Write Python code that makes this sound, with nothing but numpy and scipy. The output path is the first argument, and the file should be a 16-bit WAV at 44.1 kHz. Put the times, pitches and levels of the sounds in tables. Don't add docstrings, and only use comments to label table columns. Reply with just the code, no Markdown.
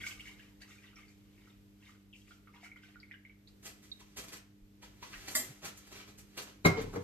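import sys
import numpy as np
from scipy import signal
from scipy.fft import rfft, irfft, next_fast_len
from scipy.io import wavfile
from scipy.ndimage import uniform_filter1d

SR = 44100
rng = np.random.default_rng(int(sys.argv[2]) if len(sys.argv) > 2 else 0)


def transcribe(u):
    v = np.clip(np.atleast_2d(u).T, -1, 1)
    q = np.round(v * 32767).astype(np.int16)
    wavfile.write(sys.argv[1], SR, q)


N = 310023
LEFT_RIGHT = np.array([[1], [-1]])


def undb(db):
    return 10 ** (np.asarray(db) / 20)


def unit(x):
    return x / np.sqrt(np.mean(x ** 2))


def colour(x, points):
    size = next_fast_len(x.shape[-1])
    hz, db = np.transpose(points)
    bin_hz = np.fft.rfftfreq(size, 1 / SR) + 1
    gain = undb(np.interp(np.log(bin_hz), np.log(hz), db))
    return irfft(rfft(x, size) * gain, size)[..., :x.shape[-1]]


def band(x, lo_hz, hi_hz):
    edges_hz = [lo_hz, min(hi_hz, .45 * SR)]
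    return signal.sosfilt(signal.butter(2, edges_hz, "band", fs=SR, output="sos"), x)


def ring(x, hz, t60_s):
    pole = np.exp(2j * np.pi * hz / SR - np.log(1000) / (max(t60_s, .002) * SR))
    return signal.lfilter([1], [1, -pole], x).imag


def curve(table):
    s, *columns = np.transpose(table)
    return [np.interp(np.arange(N) / SR, s, c) for c in columns]


def add(out, s, x):
    i = int(s * SR)
    out[..., i:i + x.shape[-1]] += x[..., :max(N - i, 0)]


def walk(rate_hz):
    k = int(SR / rate_hz)
    return uniform_filter1d(np.repeat(rng.standard_normal(N // k + 1), k), k)[:N]


def grit(rate_hz, scatter_db):
    chance, sign, size = rng.random((3, N))
    clicks = (chance < rate_hz / SR) * np.sign(sign - .5)
    return unit(clicks * undb(-scatter_db * np.log(size + 0.0032)))


def swell(rise_s, fade_s):
    rise_s = max(rise_s, .001)
    t = np.arange(int((rise_s + fade_s) * SR)) / SR
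    return np.minimum(t / rise_s, 1) ** 2 * undb(-60 * np.maximum(t - rise_s, 0) / max(fade_s, .01))


def bubble(hz, t60_s, glide):
    t = np.arange(int(t60_s * SR) + 2) / SR
    tone = np.sin(2 * np.pi * hz * t * (1 + glide * t / t60_s))
    return tone * undb(-60 * t / t60_s) * np.clip(t / 0.0019, 0, 1) ** 2


def struck(blows, modes, split):
    first = np.flatnonzero(blows)[0]
    out, x = np.zeros(N), blows[first:]
    for k, (hz, db, t60_s) in enumerate(modes):
        pair = ring(x, hz, t60_s) + 0.66 * ring(x, (1 + split) * hz, t60_s)
        out[first:] += (-1) ** k * undb(db) * pair
    return out


def heard(x, lag_samples, wet_db, pan_db=0):
    room_t60_s, room_treble_t60_s, near_t60_s = 0.45, 0.25, 0.049
    far_db = -9.5
    t = np.arange(int(.5 * SR)) / SR
    mid, side = rng.standard_normal((2, len(t)))
    pair = mid + colour(side, [(150, -20.0), (600, 0.5), (9000, -1.5)]) * LEFT_RIGHT
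    pair = colour(pair, [(80, 0.0), (400, 1), (9000, 0.0)])
    low = signal.sosfilt(signal.butter(1, 2500, fs=SR, output="sos"), pair)
    far = low * undb(-60 * t / room_t60_s) + (pair - low) * undb(-60 * t / room_treble_t60_s)
    tail = undb(far_db) * far + pair * undb(-60 * t / near_t60_s)
    tail = tail * np.clip((t - .002) / 0.0019, 0, 1)
    tail = undb(wet_db) * tail / np.sqrt(np.sum(tail ** 2) / 2)
    x = x * np.ones((2, 1))
    place = np.arange(N)
    left = np.interp(place - lag_samples / 2, place, x[0])
    right = np.interp(place + lag_samples / 2, place, x[1])
    direct = np.array([left, right]) * undb(pan_db * LEFT_RIGHT / 2)
    return direct + signal.fftconvolve(x, tail, axes=1)[:, :N]


def kitchen():
    # multiple of the buzz, level in dB.
    hum_partials = [(1, -64), (2, -60.5), (3, -65), (4, -81)]
    # start in seconds, level in dB, pitch in Hz, length in seconds.
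    bumps = [(4.606, -45.5, 33.2, 0.062), (5.14, -46.5, 35, 0.084), (5.488, -40.5, 133, 0.038),
             (6.7, -41, 31, 0.32)]
    # frequency in Hz, relative level in dB.
    air_spectrum = [(20, -26), (35, -7), (55, 5), (75, -8.5), (102, -1), (160, -9.5), (300, -12),
                    (450, -15.5), (560, -24), (850, -30.5), (1300, -33), (2600, -33.5), (8000, -42),
                    (14500, -48.5)]
    buzz_hz, air_db = 100.2, -60
    t, hum = np.arange(N) / SR, np.zeros(N)
    cycles = buzz_hz * t + np.cumsum(0.35 * walk(8)) / SR
    for multiple, db in hum_partials:
        level = np.sqrt(2) * undb(db + 0.91 * walk(5.4))
        hum += level * np.sin(2 * np.pi * (round(multiple) * cycles + rng.random()))
    for s, db, hz, length_s in bumps:
        span = np.arange(int(length_s * SR))
        add(hum, s, undb(db) * np.hanning(len(span)) * np.sin(2 * np.pi * hz * span / SR))
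    mid, side = colour(rng.standard_normal((2, N)), air_spectrum)
    side = colour(side, [(40, -1.0), (150, -18.0), (300, -6.0), (800, 1.0), (12000, -0.5)])
    air = (mid + side * LEFT_RIGHT) * undb(air_db + 2.5 * walk(3.14)) / np.std(mid)
    return air + hum * undb(-0.4 * LEFT_RIGHT)


def ting():
    # frequency in Hz, level in dB, t60 in seconds.
    wire = [(3790, 0, .14), (3845, -2, .13), (4020, -4, .03), (4300, -2, .014), (4600, -4, .012)]
    ting_s, ting_db, chirp_db = 3.9155, -42.5, -53
    touch, chirp = np.zeros((2, N))
    add(touch, ting_s, np.hanning(7) * undb(ting_db) / 3)
    add(chirp, ting_s, bubble(4600, t60_s=.09, glide=-0.22) * undb(chirp_db))
    return struck(touch, wire, split=0.004) + chirp


def jug():
    # start in seconds, strength in dB, nominal contact in ms, jug drive against counter in dB.
    knocks = [(6.6494, -21.5, 0.11, -8), (6.6555, -32.5, 0.18, -6), (6.662, -32, 0.8, -4),
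              (6.674, -36.5, 0.3, 6), (6.7, -39, 0.7, 0), (6.771, -42, 0.56, 13), (6.78, -43.5, 0.51, 7),
              (6.791, -54, 0.92, 4), (6.802, -42, 0.69, 5), (6.831, -47.5, 1.1, 7), (6.865, -47, 1.3, 6.5),
              (6.873, -51.5, 1.35, 6), (6.936, -47, 1.2, 0), (6.945, -42, 1.4, 2), (6.958, -44, 0.44, 13.5),
              (6.968, -46, 0.72, 9.5)]
    # frequency in Hz, level in dB, t60 in seconds.
    counter = [(96, -5, .3), (125, -6, .25), (163, 0, .22), (200, -7, .2), (238, -6, .2), (283, -5, .2),
               (324, -8, .15), (400, 0, .16), (505, -10, .09), (556, -11, .08), (690, -16, .05),
               (781, -15, .05), (889, -15, .05), (1047, -8, .05), (1180, -14, .04), (1330, -14, .035),
               (1600, -13, .04), (1810, -15, .04), (1990, -11, .04), (2090, -11, .1), (2150, -2, .05),
               (2410, -17, .03), (3900, -19, .03)]
    hollow = [(439, 2, 0.066), (466, -0.5, 0.068), (906, -11.5, 0.022)]
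    blows, draws = np.zeros((2, N)), rng.standard_normal((len(knocks), 900))
    for (s, db, contact_ms, hollow_db), draw in zip(knocks, draws):
        push = np.hanning(int(max(contact_ms, .05) * SR / 1000) + 3)
        fade = undb(-8 - 60 * np.arange(len(draw)) / SR / 0.065)
        rattle = np.diff(draw, prepend=0) * fade
        rattle[0] = 1
        drive = undb(db + np.array([[0], [hollow_db]]))
        add(blows, s, drive * np.convolve(rattle, push / push.sum()))
    bodies = struck(blows[0], counter, split=0.021) + struck(blows[1], hollow, split=0.032)
    return band(bodies, 39, 10000)


def whisk():
    # time of the peak in seconds, strength in dB.
    clinks = [(5.351, -53.5), (5.357, -60.5), (5.364, -58.5), (5.377, -59.5), (5.395, -64)]
    # frequency in Hz, level in dB, t60 in seconds.
    rim = [(253, -7, .22), (614, -9, .11), (860, -11, .08), (1130, -8, .11), (1420, -10, .08),
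           (1720, -3, .11), (1893, 0, .09), (1970, -3, .06), (2045, 1, .1), (3128, -8, .09),
           (3330, -10, .09), (3575, -7, .09), (4027, -5, .1), (4750, -1, .08), (4960, 0, .08),
           (5650, -5, .1), (6895, -5, .14), (7186, -4, .14), (7281, -3, .16), (7484, -4, .12),
           (7935, -3, .1), (8076, 0, .1), (8707, -4, .08), (9050, -8, .08), (9526, 1, .1), (10060, -5, .08),
           (10320, -5, .07), (10775, -6, .1), (11640, -1, .1), (12300, -7, .09), (12640, -5, .1),
           (13240, -8, .08), (14160, -11, .07)]
    rise_s, fade_s = 0.0013, 0.008
    landing = np.zeros(N)
    for s, db in clinks:
        add(landing, s - rise_s, swell(rise_s, fade_s) * undb(db))
    return struck(landing * rng.standard_normal(N), rim, split=0.014)


def handling():
    # time near the peak in seconds, level in dB, treble and bass against it in dB,
    # fade t60 in seconds.
    rubs = [(3.632, -59.5, -3, -1, 0.1), (3.654, -49.5, -2.5, -1.5, 0.2), (3.828, -67.5, -3, -10, 0.35),
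            (4.001, -59.5, -8, -2, 0.091), (4.171, -45, -4, -1, 0.19), (4.238, -60.5, -1, 8, 0.059),
            (4.281, -56, -4.5, 0, 0.15), (4.326, -49, -5, -1, 0.14), (4.368, -60.5, -3.5, -3, 0.067),
            (4.824, -55, -11, -2, 0.23), (5.027, -49.5, -13, -1, 0.089), (5.13, -52, -26, -7, 0.037),
            (5.281, -46, -6, -1, 0.06), (5.31, -68, 13, 8, 0.14), (5.354, -58, 21.5, -10, 0.11),
            (5.399, -59, 4, 4.5, 0.37), (5.629, -54, -8, 6.5, 0.14), (5.652, -46, -2.5, -1, 0.11),
            (5.682, -54, -5, -6, 0.044), (5.773, -71.5, 11, -22, 0.09), (5.872, -67, 1, 3, 0.035),
            (5.917, -57, -9.5, 3.5, 0.46), (5.959, -61, -12, -26, 0.13), (5.998, -59.5, -18, -12, 0.18),
            (6.076, -60.5, -8.5, 1, 0.2), (6.183, -60, 2.5, -5, 0.12), (6.377, -42.5, -7, 0.5, 0.13),
            (6.419, -60, 3.5, 2, 0.074), (6.47, -60.5, -10, 5, 0.14), (6.656, -30.5, -10, 8, 0.081),
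            (6.772, -47, -21, 6.5, 0.17), (6.817, -50, -7, -15, 0.036), (6.936, -63.5, -2, 21, 0.041),
            (6.959, -55, -8.5, 16, 0.031)]
    # time in seconds, level in dB.
    rustle = [(3.5, -95), (3.78, -79.5), (4.14, -73), (4.68, -96), (4.95, -78.5), (5.06, -62),
              (5.38, -54.5), (5.57, -71.5), (6.0, -64), (6.13, -95), (6.4, -62), (6.61, -79.5), (6.86, -67),
              (7.03, -66)]
    # frequency in Hz, gain in dB.
    rub_colour = [(40, -6.5), (110, -2.5), (300, 1), (800, -2.5), (1300, 2.5), (2000, 4), (3500, -1.5),
                  (6000, -2), (9000, -10.5), (14500, -25.5)]
    rise_s, rustle_treble_db, rustle_bass_db = 0.018, -8, -2
    level_db, = curve(rustle)
    ranges_db = np.array([[0], [rustle_treble_db], [rustle_bass_db]])
    shapes = undb(level_db + 0.28 * walk(8.6) + ranges_db)
    for s, db, treble_db, bass_db, fade_s in rubs:
        gains = undb(db + np.array([[0], [treble_db], [bass_db]]))
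        add(shapes, s - 0.81 * rise_s, swell(rise_s, fade_s) * gains)
    slip = colour(grit(5000, 2.76), rub_colour)
    middle = band(slip, 597, 4550)
    treble = band(band(slip, 6330, 15000), 6370, 16000)
    bass = band(slip, 25, 928)
    return sum(unit(part) * shape for part, shape in zip((middle, treble, bass), shapes))


def trickle(count):
    # centre in Hz, scatter in Hz, level in dB.
    pot_air = [(1448, 245, -13), (2090, 134, -3.5), (2756, 160, -4), (3470, 300, -4), (4660, 610, -5.5),
               (2136, 783, -3.5), (800, 199, -10.5)]
    pour_ends_s, scatter_db = 3.6, 3.0
    out, draws = np.zeros(N), np.c_[rng.random((count, 3)), rng.standard_normal(count)]
    for k, (when, size, length, off) in enumerate(draws):
        hz, scatter_hz, db = pot_air[k % len(pot_air)]
        pitch_hz = 450 + abs(hz + scatter_hz * off - 450)
        gain = min(pitch_hz / 1500, 1) ** 2 * undb(db - scatter_db * np.log(size + 0.016))
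        t60_s = (12 + 30 * length) / pitch_hz
        add(out, pour_ends_s * when, bubble(pitch_hz, t60_s, glide=0.08) * gain)
    return out / np.std(out[:int(pour_ends_s * SR)])


def milk():
    # start in seconds, level in dB, pitch in Hz, left minus right in dB,
    # smaller bubbles against the main one in dB.
    plinks = [(0.012, -39.5, 3300, 4, -12), (0.035, -28, 2180, 0, -18), (0.04, -36, 1510, 0, -16),
              (0.065, -26, 2207, -1, -22), (0.064, -35, 2880, -5, 1), (0.085, -50, 2170, -2, -8),
              (0.109, -38.5, 2850, 0, 8), (0.131, -57, 2220, -5, -13), (0.195, -39, 2220, 1, -7),
              (0.198, -38, 2860, 0, 3), (0.235, -57, 2780, -7, -6), (0.255, -38.5, 2170, -3, -7),
              (0.27, -37, 2180, 0, -12), (0.28, -40.5, 2850, 0, -10), (0.284, -43, 2170, -8, -13),
              (0.3, -51, 2800, 0, -12), (0.32, -53, 2250, -2, -10), (0.36, -50, 2130, 0, -5),
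              (0.398, -44, 2790, 3, -14), (0.394, -47, 1670, -3, -13), (0.426, -51, 2380, 3, -14),
              (0.618, -41.5, 4550, 6, -15), (0.619, -44.5, 1710, -2, -4), (0.685, -57, 1310, 4, -9),
              (0.703, -54.5, 1250, 0, -8), (0.711, -47, 2730, 6, -4), (0.717, -48, 2140, -4, -6),
              (0.76, -58, 2100, 0, -10), (0.782, -47.5, 2430, 0, -12), (0.84, -49, 1960, 0, -12),
              (0.879, -49, 2850, -4, -12), (0.886, -59, 1950, 5, -10), (0.93, -56, 1330, -2, -1),
              (0.957, -44.5, 5580, -2, -11), (0.966, -47, 2310, 0, -8), (0.967, -53, 1310, -6, -8),
              (0.978, -50, 2160, -2, -4), (0.985, -51, 1220, 2, -4), (1.005, -48, 2260, 5, -11),
              (1.03, -48, 2170, -3, -9), (1.08, -58, 2360, 0, -8), (1.081, -53.5, 4530, 4, -8),
              (1.473, -53.5, 1310, -2, -18), (1.825, -53, 2760, -1, 0), (1.892, -50, 1244, -5, -8),
              (2.128, -45.5, 3120, 1, -4), (2.134, -43.5, 2690, 5, -1), (2.148, -52, 2370, 2, -3),
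              (2.215, -56.5, 3220, 2, 0), (2.155, -53, 2760, 0, 7.5), (2.273, -52.5, 2400, 4, 4),
              (2.308, -46, 1390, -6, -7), (2.472, -49, 1320, -7, -2), (2.473, -53, 2170, 0, -14),
              (2.488, -51, 1240, 1, -4), (2.538, -50.5, 2110, -2, 0), (2.54, -56, 940, 2, -12),
              (2.558, -53, 960, -8, -14), (2.578, -56, 980, 4, -12), (2.622, -50, 2230, 0, -12),
              (2.63, -50, 726, 3, -4), (2.659, -46, 1400, -5, -3), (2.645, -48, 2100, 1, -5),
              (2.657, -43, 2270, -1, -12), (2.715, -38, 2200, -1, -32), (2.759, -43.5, 2120, 0, -4),
              (2.762, -53, 1410, -3, 9), (2.77, -54, 3030, -4, -8), (2.83, -54, 2930, 0, 8.5),
              (2.834, -48.5, 1525, -3, -9), (2.85, -53, 2420, 0, -14), (2.957, -43.5, 1430, -6, -27),
              (3, -46.5, 4570, 3, 0), (3.03, -40.5, 2180, -1, -24), (3.111, -40, 2020, -2, 4.5),
              (3.14, -45, 2900, -4, -7), (3.139, -42.5, 1660, 2, -4), (3.25, -40, 2154, -1, -29),
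              (3.295, -45, 2240, -1.5, -8), (3.472, -52, 4080, -3, 9), (4.012, -51, 980, -2, -5),
              (4.831, -47.5, 946, 0, -6), (5.026, -38, 970, 0, 5), (5.041, -46, 1090, 4, -15),
              (5.132, -44.5, 1495, -3, 13.5), (5.14, -49.5, 2550, 0, 13.5), (5.155, -42, 1890, -3, -6)]
    # time of the peak in seconds, level in dB, rise in seconds, fade t60 in seconds,
    # spray against bubbles in dB.
    gushes = [(.02, -53.5, 0.32, 0.54, -7.5), (0.067, -60, 0.044, 0.33, 6),
              (0.199, -68.5, 0.024, 0.13, 6.5), (.27, -58, 0.076, 0.48, -6.5),
              (0.399, -67.5, 0.034, 0.6, -10), (0.621, -56, 0.028, 0.12, -5), (.71, -62, 0.062, 0.41, -3),
              (.85, -64.5, 0.083, 0.63, -12), (.975, -64.5, 0.028, 0.54, -8.5),
              (1.09, -79.5, 0.017, 0.32, 6), (1.49, -69.5, 0.43, 0.33, -10), (1.881, -64, 0.14, 0.41, -6),
              (2.17, -80, 0.066, 0.49, 10), (2.319, -65.5, 0.11, 0.24, -7.5),
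              (2.475, -74, 0.031, 0.28, -19), (2.545, -64, 0.03, 0.57, -15), (2.648, -60, 0.051, 0.13, -1),
              (2.765, -69, 0.019, 0.26, -15), (2.835, -66.5, 0.03, 0.91, -9.5),
              (3.12, -60, 0.033, 0.063, -34), (3.25, -72.5, 0.023, 0.47, -27), (3.48, -76, 0.014, 0.26, 0)]
    main_t60_s, main_hz, longer_when_low = 0.023, 2300, 0.55
    small_t60_s, spread_octaves = 0.0077, 0.23
    tones, draws = np.zeros((2, N)), rng.random((len(plinks), 5, 2))
    for (s, db, hz, pan_db, others_db), draw in zip(plinks, draws):
        gain = undb(db + pan_db * LEFT_RIGHT / 2)
        t60_s = main_t60_s * (main_hz / hz) ** longer_when_low
        add(tones, s, bubble(hz, t60_s, glide=0.0041) * gain)
        for place, (jitter, late) in enumerate(draw):
            octaves = spread_octaves * 2 * ((place + jitter) / len(draw) - .5)
            small = bubble(hz * 2 ** octaves, small_t60_s, glide=0.022)
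            add(tones, s + 0.0096 * late ** 2, small * gain * undb(others_db))
    flow = np.zeros((2, N))
    for s, db, rise_s, fade_s, spray_db in gushes:
        shape = swell(rise_s, fade_s)[int(max(rise_s - s, 0) * SR):]
        add(flow, max(s - rise_s, 0), shape * undb(db + np.array([[0], [spray_db]])))
    droplets = grit(4000, scatter_db=2.5)
    spray = unit(band(droplets, 3550, 8700)) * undb(2 * walk(42.9))
    return tones + flow[0] * trickle(count=5600) + flow[1] * spray


def scene():
    return (heard(milk(), lag_samples=-2.4, wet_db=-0.6)
            + heard(handling(), lag_samples=4., wet_db=0.5, pan_db=-1.0)
            + heard(whisk(), lag_samples=5.07, wet_db=-6, pan_db=-1.0)
            + heard(jug(), lag_samples=-12.0, wet_db=-3, pan_db=1.0)
            + heard(ting(), lag_samples=5.7, wet_db=-12, pan_db=-5.5)
            + kitchen())


def record(dry):
    # frequency in Hz, gain in dB.
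    microphone = [(100, -5.5), (8000, 2), (10000, -0.5), (12500, 11), (14500, 5.5)]
    top_hz = 14450
    low_pass = signal.ellip(10, .2, 60, top_hz, fs=SR, output="sos")
    return signal.sosfilt(low_pass, colour(dry, microphone))


dry = scene()
out = record(dry)
transcribe(out)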